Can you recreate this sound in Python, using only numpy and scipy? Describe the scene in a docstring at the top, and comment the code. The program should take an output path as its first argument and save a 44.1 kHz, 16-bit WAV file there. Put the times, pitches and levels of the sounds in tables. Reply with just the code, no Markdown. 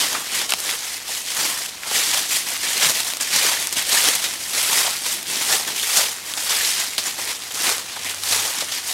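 """Outdoors, a walker follows a small dog on a lead over a thick bed of dry fallen leaves.
Every tread breaks many leaf ribs and blades: random impulses excite damped resonances in a dense crackle.
Noise adds the fine rustle; slower, lower resonances and dull noise give the pressed layers and soft litter.
Twigs snap, paws crush leaves and hollow sticks knock as decaying noise bursts with a pitch of their own.
Heels thud as damped sines, and a low wavering hum lies far off. Both channels carry the same sound."""
import sys
import numpy as np
from scipy import signal
from scipy.fft import rfft, irfft
from scipy.io import wavfile
from scipy.ndimage import uniform_filter1d

SR = 44100
rng = np.random.default_rng(int(sys.argv[2]) if len(sys.argv) > 2 else 0)


def transcribe(u):
    """Save the signal u as a 16-bit wav file named by the first command-line argument.

    u: samples, shape (n,) or (channels, n), limited to [-1, 1]; the rate is SR.
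    q: integer samples, one column per channel.
    """
    v = np.clip(np.atleast_2d(u).T, -1, 1)
    q = np.round(v * 32767).astype(np.int16)
    wavfile.write(sys.argv[1], SR, q)


N = 393813

# Filter spectrum of brittle surface leaves. Each row: frequency in Hz, relative level in dB.
LEAF_SPECTRUM = [(400, -36), (900, -11.5), (1470, -9), (1950, 0.5), (2650, -0.5), (3250, 1), (3900, 0),
                 (5000, 0), (8500, -2.5), (11000, -6), (13000, -9.5), (15600, -19)]
# Filter spectrum of snapping and collapsing stalks. Each row: frequency in Hz, relative level in dB.
SNAP_SPECTRUM = [(60, -28), (250, -11.5), (1000, -8), (3500, -8), (8000, -8), (12000, -9.5), (15500, -18)]


def from_db(db):
    """The decibel is logarithmic: 20 dB is a tenfold amplitude."""
    return 10 ** (np.asarray(db) / 20)


def rms_one(x):
    """Normalise by the root of the mean power, to an rms of 1."""
    return x / np.sqrt(np.mean(x ** 2) + 1e-20)


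def in_time(rows):
    """Linear interpolation of (seconds, value) rows at every sample."""
    seconds, value = np.transpose(rows)
    return np.interp(np.arange(N) / SR, seconds, value)


def add(track, start_s, sound):
    """Superposition: pressures sum where sounds overlap."""
    at = int(np.clip(round(start_s * SR), 0, N - 1))
    track[at:at + len(sound)] += sound[:N - at]


def coloured(x, points, size=4096):
    """Minimum-phase filtering: a folded cepstrum turns the magnitude spectrum into a causal response."""
    hz, db = np.transpose(points)
    grid = np.maximum(np.fft.rfftfreq(size, 1 / SR), 1)
    magnitude = from_db(np.interp(np.log(grid), np.log(hz), db))
    cepstrum = irfft(np.log(magnitude))
    # fold negative times onto positive ones
    cepstrum[1:size // 2] *= 2
    cepstrum[size // 2 + 1:] = 0
    response = irfft(np.exp(rfft(cepstrum)))
    return signal.oaconvolve(x, response)[:len(x)]


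def resonance(x, hz, width_hz):
    """Damped oscillator: a two-pole resonance whose bandwidth sets its damping, with unit gain on top."""
    radius = np.exp(-np.pi * width_hz / SR)
    angle = 2 * np.pi * min(hz, SR / 2 - 1) / SR
    zeros = np.array([1, 0, -1]) * (1 - radius * radius) / 2
    poles = [1, -2 * radius * np.cos(angle), radius * radius]
    return signal.lfilter(zeros, poles, x)


def drift(per_s):
    """Slow random modulation: interpolated Gaussian values, per_s a second, with an rms of 1."""
    steps = np.arange(N) * min(per_s, SR / 2) / SR
    return rms_one(np.interp(steps, np.arange(N), rng.standard_normal(N)))


def dying(t60, size):
    """Exponential decay: energy loss takes the amplitude down 60 dB in t60 seconds."""
    return from_db(-60 * np.arange(size) / SR / max(t60, 1e-4))


def steadied(x, window_s):
    """Envelope normalisation: dividing by a moving rms evens the slow level and leaves the fast grain."""
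    power = uniform_filter1d(x ** 2, max(int(window_s * SR), 2))
    return x / np.sqrt(np.abs(power) + 1e-9)


def starting_at(sound, level_db, size):
    """Onset scaling: the first size samples take the given rms level."""
    return from_db(level_db) * sound / np.sqrt(np.mean(sound[:size] ** 2))


def crack(hz, t60, sharpness, ring_db, shiver_db, shiver_t60, size=2048):
    """Impulsive fracture: a burst rings in its own blade, and the leaves that touch it shiver."""
    burst, shiver = rng.standard_normal((2, size))
    burst = burst * dying(t60, size)
    ring = resonance(burst, hz, hz / sharpness)
    shiver = shiver * dying(shiver_t60, size)
    return rms_one(rms_one(burst) + from_db(ring_db) * rms_one(ring) + from_db(shiver_db) * rms_one(shiver))


def fractures(per_s, spread_db, largest_db):
    """Random point process: breaks at chance moments, many tiny and a few large."""
    sizes = from_db(np.minimum(spread_db * rng.exponential(1, N), largest_db))
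    happens = rng.random(N) < per_s / SR
    return happens * sizes * rng.choice([-1, 1], N)


def press(start_s, hold_s, rise_s, fall_s):
    """Loading envelope: one tread rises, holds and falls, in dB below its top."""
    fade_db = 20.5  # rise and fall times span this many dB
    t = np.arange(N) / SR
    before = np.maximum(start_s - t, 0) / max(rise_s, .005)
    after = np.maximum(t - start_s - hold_s, 0) / max(fade_floor(fall_s), .005)
    return -fade_db * np.minimum(before + after, 5)


def fade_floor(fall_s):
    """Unloading time: the shortest fall allowed is 5 ms."""
    return max(fall_s, .005)


def footwork():
    """Incoherent treads add in power; gives dB levels of crunch, treble lift, packed layers and litter."""
    # The walker's steps, rolling from heel to toe. Each row: heel landing in seconds, roll in seconds,
    # rise in seconds, fall in seconds, heel crunch in dB, toe crunch in dB, packed layers against the
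    # crunch under the heel in dB, the same under the toe in dB, treble lift in dB,
    # soft litter against the packed layers in dB.
    steps = [(0.0, 0.17, .2, 0.2, -13.5, -22, -13, -6, 0.5, -5),
             (0.685, 0.03, .22, 0.25, -20, -21, -10, -10, 1, -9),
             (1.392, .08, 0.12, .26, -17, -17.5, -9, -10.5, 2, -6.5),
             (1.958, 0.22, 0.12, .19, -14, -15.5, -15.5, -11.5, 1.5, -6),
             (2.84, 0.058, 0.15, .08, -11, -14.5, -12, -9.5, 0.5, -9.5),
             (3.341, 0.14, 0.087, 0.27, -13.5, -13.5, -12.5, -10.5, 0.5, -5),
             (3.932, 0.15, 0.12, .24, -11.5, -12.5, -11, -10.5, 1.5, -14),
             (4.575, 0.21, .1, .36, -15.5, -13, -12.5, -11.5, 1.8, -9),
             (5.525, .025, .28, 0.16, -14.5, -14.5, -9.5, -9, 2.3, -11),
             (5.965, .03, 0.24, 0.21, -13, -13, -13, -10, 2.5, -23),
             (6.51, .155, 0.14, 0.47, -15, -15.5, -12, -15.5, 1.4, -11),
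             (7.664, .03, 0.21, 0.18, -15, -14.8, -9.5, -8, 1.5, -10),
             (8.325, 0.14, .16, 0.35, -13.5, -19.5, -12, -8.5, 2, -19)]
    # Light treads, the dog's paws and scuffs through the top leaves. Each row: start in seconds,
    # length in seconds, crunch in dB, packed layers against the crunch in dB, treble lift in dB.
    pats = [(0.264, 0.0054, -26, -18, 1), (0.337, 0.085, -19.5, -11, -0.5), (0.593, 0.027, -30.5, -24, 8),
            (0.833, 0.13, -26, -15.5, 1.5), (1.094, 0.093, -23, -19, 2.5), (1.284, .03, -22, -28, 0.5),
            (1.581, 0.069, -25, -14, 1.5), (1.875, .04, -26.5, -4.5, 0), (2.319, 0.055, -16, -17.5, 2.5),
            (2.477, 0.082, -22, -12.5, 1), (2.632, 0.11, -19, -14.5, -.5), (2.939, .065, -18.5, -13.5, 1.5),
            (3.07, .035, -21.3, -11.5, 3), (3.235, .04, -22.5, -13.5, -1), (3.61, 0.021, -21.5, -17, 1),
            (3.78, 0.0099, -16, -13.5, 0), (4.23, .02, -21, -16, -0.5), (4.317, 0.018, -23.5, -15, 1),
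            (4.41, .1, -25.5, -18, 2.5), (5.062, 0.081, -20.5, -16.5, 3), (5.301, .13, -21, -17, 0.5),
            (5.682, 0.021, -22, -10.5, -2), (5.783, 0.071, -20.5, -20, 2.5), (6.28, .03, -26, -10.5, 2),
            (6.385, 0.04, -23, -12, 3), (6.781, .04, -23.5, -11.5, -8), (7.065, 0.014, -19.5, -13, 1.5),
            (7.196, .04, -23.5, -10.5, 2), (7.289, .025, -21.5, -12.5, 1), (7.427, 0.028, -30.5, -16, -1),
            (7.893, 0.16, -30, -12, -2), (8.063, 0.047, -23.5, -11, 0), (8.586, .03, -23.5, -13, -4),
            (8.724, .05, -21.5, -15.5, 0), (8.88, .05, -21, -14, 2.5)]
    # Depth of the soft litter along the trail. Each row: time in seconds,
    # litter level against the packed layers under light treads in dB.
    depth = [(0.0, -3), (1.05, -14.5), (1.8, -11), (2.45, -2), (2.8, -8), (4.4, -1), (4.9, -11), (5.2, 3),
             (5.75, 1), (6.1, -14), (6.8, -3.5), (8.1, -7.5), (8.65, -2), (8.93, -10)]
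    pat_rise_s, pat_fall_s = .08, .12
    stir_db, stir_packed_db = -33, -40.5  # leaves keep stirring between the treads
    midfoot_sag_db_per_s = 13.5  # the longer the roll, the more the crunch eases between heel and toe
    t = np.arange(N) / SR
    crunch = np.full(N, from_db(stir_db) ** 2)
    treble = crunch.copy()
    packed = np.full(N, from_db(stir_packed_db) ** 2)
    for start_s, length_s, level_db, weight_db, lift_db in pats:
        power = from_db(level_db + press(start_s, length_s, pat_rise_s, pat_fall_s)) ** 2
        crunch += power
        treble += power * from_db(lift_db) ** 2
        packed += power * from_db(weight_db) ** 2
    litter = packed * from_db(in_time(depth)) ** 2
    for (start_s, roll_s, rise_s, fall_s, heel_db, toe_db,
         heel_weight_db, toe_weight_db, lift_db, sink_db) in steps:
        midfoot_db = (heel_db + toe_db) / 2 - midfoot_sag_db_per_s * roll_s
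        roll_times = [start_s, start_s + roll_s / 2, start_s + roll_s]
        rolling_db = np.interp(t, roll_times, [heel_db, midfoot_db, toe_db])
        power = from_db(rolling_db + press(start_s, roll_s, rise_s, fall_s)) ** 2
        weight_db = np.interp(t, [start_s, start_s + roll_s], [heel_weight_db, toe_weight_db])
        weight = power * from_db(weight_db) ** 2
        crunch += power
        treble += power * from_db(lift_db) ** 2
        packed += weight
        litter += weight * from_db(sink_db) ** 2
    return 10 * np.log10([crunch, treble / crunch, packed, litter])


def leaf_bed(breaks, leaves, hold_s, count):
    """Convolution of breaks with leaf responses: count leaves at a time crack repeatedly for hold_s."""
    slot = rng.integers(0, count, N)
    turn = (np.arange(N) / SR / max(hold_s, .001) + slot / count).astype(int)
    dealt = rng.integers(0, len(leaves), N)[turn * count + slot]
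    out = sum(signal.oaconvolve(breaks * (dealt == k), leaf)[:N] for k, leaf in enumerate(leaves))
    # the inverse of the leaves' mean power spectrum makes the whole bed evenly coloured
    power = np.mean(np.abs(rfft(leaves)) ** 2, axis=0)
    grid = np.fft.rfftfreq(len(leaves[0]), 1 / SR)
    inverse = np.column_stack([grid, -10 * np.log10(power)])[1:]
    return rms_one(coloured(out, inverse))


def top_leaves(breaks, tread_db, lift_db, count=48):
    """Brittle fracture and friction: surface leaves crackle over the rustle of sliding blades."""
    leaves = [crack(hz, t60=0.0039, sharpness=3.4, ring_db=-6.5, shiver_db=4.5, shiver_t60=0.1)
              for hz in np.geomspace(1500, 11000, count)]
    crackle = leaf_bed(breaks, leaves, hold_s=.025, count=3)
    rustle = from_db(-6) * rng.standard_normal(N)
    sound = steadied(coloured(crackle + rustle, LEAF_SPECTRUM), window_s=0.05)
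    high_pass = signal.butter(1, 6500, "high", fs=SR, output="sos")
    treble = signal.sosfilt(high_pass, sound)
    lift = from_db(lift_db)
    # the treble rises by the lift and the rest drops by as much
    tilted = (sound - treble) / lift + treble * lift
    return tilted * from_db(tread_db - 3.5)


def packed_leaves(breaks, packed_db, litter_db, count=24):
    """Damping under load: the same breaks sound duller and longer below, dullest in the soft litter."""
    # Filter spectrum of the pressed layers. Each row: frequency in Hz, relative level in dB.
    packed_spectrum = [(120, -23.5), (300, -12), (430, -3.5), (560, -4), (800, -1.5), (1250, -2),
                       (1800, -1.5), (3000, -27)]
    # Filter spectrum of the soft litter. Each row: frequency in Hz, relative level in dB.
    litter_spectrum = [(25, -35), (60, -19.5), (130, -8), (250, -4), (380, -1), (600, -12), (1200, -18.5)]
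    leaves = [crack(hz, t60=0.0095, sharpness=3.1, ring_db=-6.0, shiver_db=-2, shiver_t60=0.034)
              for hz in np.geomspace(300, 1700, count)]
    crunch = leaf_bed(breaks, leaves, hold_s=.02, count=4)
    crunch = crunch + from_db(-6) * rng.standard_normal(N)
    packed = steadied(rms_one(coloured(crunch, packed_spectrum)), window_s=0.26)
    litter = steadied(rms_one(coloured(crunch, litter_spectrum)), window_s=0.064)
    return from_db(packed_db - 4.5) * packed + from_db(litter_db - 7.0) * litter


def settling(tread_db, count=16):
    """Elastic recovery: bent leaves spring back one by one in lone bright ticks."""
    ticks = fractures(per_s=42, spread_db=5.0, largest_db=9)
    dealt = rng.integers(0, count, N)
    out = np.zeros(N)
    for k, hz in enumerate(np.geomspace(3500, 12000, count)):
        tick = crack(hz, t60=.0018, sharpness=3.0, ring_db=0, shiver_db=-9, shiver_t60=.02)
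        tick = starting_at(coloured(tick, LEAF_SPECTRUM), 0, size=88)
        out += signal.oaconvolve(ticks * (dealt == k), tick)[:N]
    return out * from_db(.7 * tread_db - 16)


def distance():
    """Frequency and amplitude modulation make a far-off hum waver over low-pitched air noise."""
    # Distant hum. Each row: time in seconds, level in dB before the 2 dB cut and the random wavering.
    hum_level = [(0, -73), (3.4, -58), (4.7, -56), (5.2, -64), (6.25, -54), (6.8, -58), (7.9, -57),
                 (7.99, -49), (8.35, -48), (8.48, -57), (8.93, -65)]
    # Filter spectrum of the outdoor air. Each row: frequency in Hz, relative level in dB.
    air_spectrum = [(20, -35), (60, -2), (100, -3.5), (250, -2), (1000, -7.5), (8000, -43)]
    hum_hz, air_db = 97, -51.5  # centre of the wavering pitch; rms level of the air
    phase = 2 * np.pi * np.cumsum(hum_hz + 2.3 * drift(12)) / SR
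    hum = np.sin(phase) * from_db(in_time(hum_level) - 2.0 + 2.9 * drift(14))
    air = rms_one(coloured(rng.standard_normal(N), air_spectrum))
    return hum + from_db(air_db) * air


def collapses(rows, sharpness, ring_db, grain_db, size=8192):
    """Cavity resonance: a dying rush of small breaks rings at the pitch of the hollow that caves in."""
    out = np.zeros(N)
    for start_s, level_db, t60, hz in rows:
        grain_sizes = from_db(grain_db * rng.standard_normal(size))
        grains = rng.standard_normal(size) * grain_sizes * dying(t60, size)
        ring = rms_one(resonance(grains, hz, hz / sharpness))
        sound = coloured(rms_one(grains) + from_db(ring_db) * ring, SNAP_SPECTRUM)
        add(out, start_s, starting_at(sound, level_db - 0.5, size=256))
    return out


def hollow_knocks():
    """Strong resonance: sticks and husks under the leaves knock with a clear pitch."""
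    # Each row: start in seconds, starting level in dB before a 0.5 dB cut, t60 in seconds, pitch in Hz.
    knocks = [(0.149, -22.5, 0.089, 1400), (0.522, -21, 0.026, 1300), (0.5368, -20, 0.0076, 900),
              (1.09, -34, 0.1, 600), (1.832, -33, .04, 1500), (1.9125, -24.5, .04, 676),
              (3.447, -24, 0.036, 350), (4.725, -30, 0.14, 1030), (4.799, -36, 0.086, 1150),
              (4.845, -26.5, 0.2, 820), (4.877, -23, 0.063, 830), (5.063, -29, .06, 930),
              (5.699, -33, 0.042, 900), (6.374, -33, .06, 775), (6.525, -24.5, 0.051, 1110),
              (7.188, -28, 0.072, 774), (7.964, -30, 0.055, 795), (8.139, -32, 0.03, 1000),
              (8.622, -27, .05, 520)]
    return collapses(knocks, sharpness=1.65, ring_db=9, grain_db=-1.0)


def crushed_leaves():
    """Weak resonance: single curled leaves collapse under a paw with more rush than ring."""
    # Each row: start in seconds, starting level in dB before a 0.5 dB cut, t60 in seconds, centre in Hz.
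    crushes = [(0.348, -22.5, 0.26, 8000), (0.4925, -21.5, 0.31, 3500), (0.692, -20.5, 0.12, 2500),
               (1.957, -20, 0.086, 2400), (2.835, -28, .08, 5000), (3.2005, -24, .06, 2000),
               (3.2085, -17.5, 0.072, 6000), (3.221, -20, 0.059, 7500), (3.361, -14.5, 0.11, 4940),
               (3.7255, -19, 0.062, 7000), (3.766, -23, .10, 3500), (4.151, -17, 0.069, 8500),
               (4.240, -17.5, 0.16, 3380), (4.533, -21, 0.12, 4000), (5.525, -15, 0.091, 4500),
               (5.762, -22.5, 0.061, 5000), (5.970, -12.5, 0.14, 6000), (6.374, -23, 0.076, 4000),
               (6.798, -20.5, 0.12, 5970), (6.982, -17, 0.17, 4200), (7.553, -27, 0.18, 6000),
               (8.606, -21.5, 0.05, 5000)]
    return collapses(crushes, sharpness=1.6, ring_db=-3.0, grain_db=0.0)


def twigs():
    """Sudden release of strain: a stalk breaks with a sharp crack and a short woody ring."""
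    # Each row: start in seconds, level of the first 2 ms in dB,
    # nominal t60 in seconds (halved for the burst, doubled for the shiver), centre in Hz.
    snaps = [(0.506, -15, .014, 8400), (0.5217, -10, .014, 2400), (0.5366, -11, .012, 3400),
             (0.6023, -20, .012, 9500), (0.7112, -19, .012, 3400), (1.8344, -25, .012, 2000),
             (2.778, -16, .012, 9000), (2.9035, -17, .012, 4800), (3.003, -18, .014, 5800),
             (3.136, -18, .014, 5000), (3.170, -20, .014, 5400), (3.6713, -15, .012, 7000),
             (4.0868, -10, .008, 3000), (4.7313, -14, .012, 7100), (5.0635, -22.5, .014, 7500),
             (5.229, -25, .012, 5900), (5.6765, -21, .012, 7400), (6.3379, -18, .014, 3700),
             (6.9807, -12.5, .018, 4200), (7.0397, -23, .005, 5200), (7.2758, -22, .012, 2000),
             (7.522, -25, .012, 6500), (7.622, -19, .012, 6500), (7.7815, -21, .012, 6000),
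             (8.0468, -24, .012, 6000), (8.095, -22, .012, 7400), (8.146, -23, .012, 6000),
             (8.2355, -18, .022, 3400), (8.5854, -21, .014, 7300)]
    out = np.zeros(N)
    for start_s, level_db, t60, hz in snaps:
        sound = crack(hz, t60 / 2, sharpness=1.4, ring_db=1.5, shiver_db=-4, shiver_t60=t60 * 2)
        add(out, start_s, starting_at(coloured(sound, SNAP_SPECTRUM), level_db, size=88))
    return out


def soil(size=8192):
    """Damped oscillation: soft ground gives a few cycles under a heel or a tug."""
    # Each row: start in seconds, nominal level in dB before a 4 dB cut and the swell, pitch in Hz.
    thuds = [(0.536, -39, 178), (2.859, -26, 151), (3.469, -39, 215), (6.589, -38, 78.1)]
    out = np.zeros(N)
    t = np.arange(size) / SR
    swell = dying(0.13, size) * (1 - dying(0.022, size))
    for start_s, level_db, hz in thuds:
        add(out, start_s, from_db(level_db - 4.0) * swell * np.sin(2 * np.pi * hz * t))
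    return out


def scene():
    """Fracture rate follows load: harder treading breaks more leaves a second, in clumps."""
    tread_db, lift_db, packed_db, litter_db = footwork()
    clumps_db = 3.6 * drift(160)
    per_s = 1900 * from_db(.7 * (tread_db - tread_db.mean()) + clumps_db)
    breaks = fractures(per_s, spread_db=3.0, largest_db=8)
    leaves = top_leaves(breaks, tread_db, lift_db)
    leaves = leaves + packed_leaves(breaks, packed_db, litter_db) + settling(tread_db)
    mix = leaves + distance() + hollow_knocks() + crushed_leaves() + twigs() + soil()
    return np.tile(mix, (2, 1))


def record(dry):
    """Saturation and band limiting: the tallest peaks are rounded off and the top is cut."""
    rounded = dry / (1 + np.abs(dry / .85) ** 4) ** (1 / 4)
    cutoff_hz = 15750
    low_pass = signal.ellip(10, .1, 80, cutoff_hz, fs=SR, output="sos")
    return signal.sosfilt(low_pass, rounded)


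dry = scene()
out = record(dry)
transcribe(out)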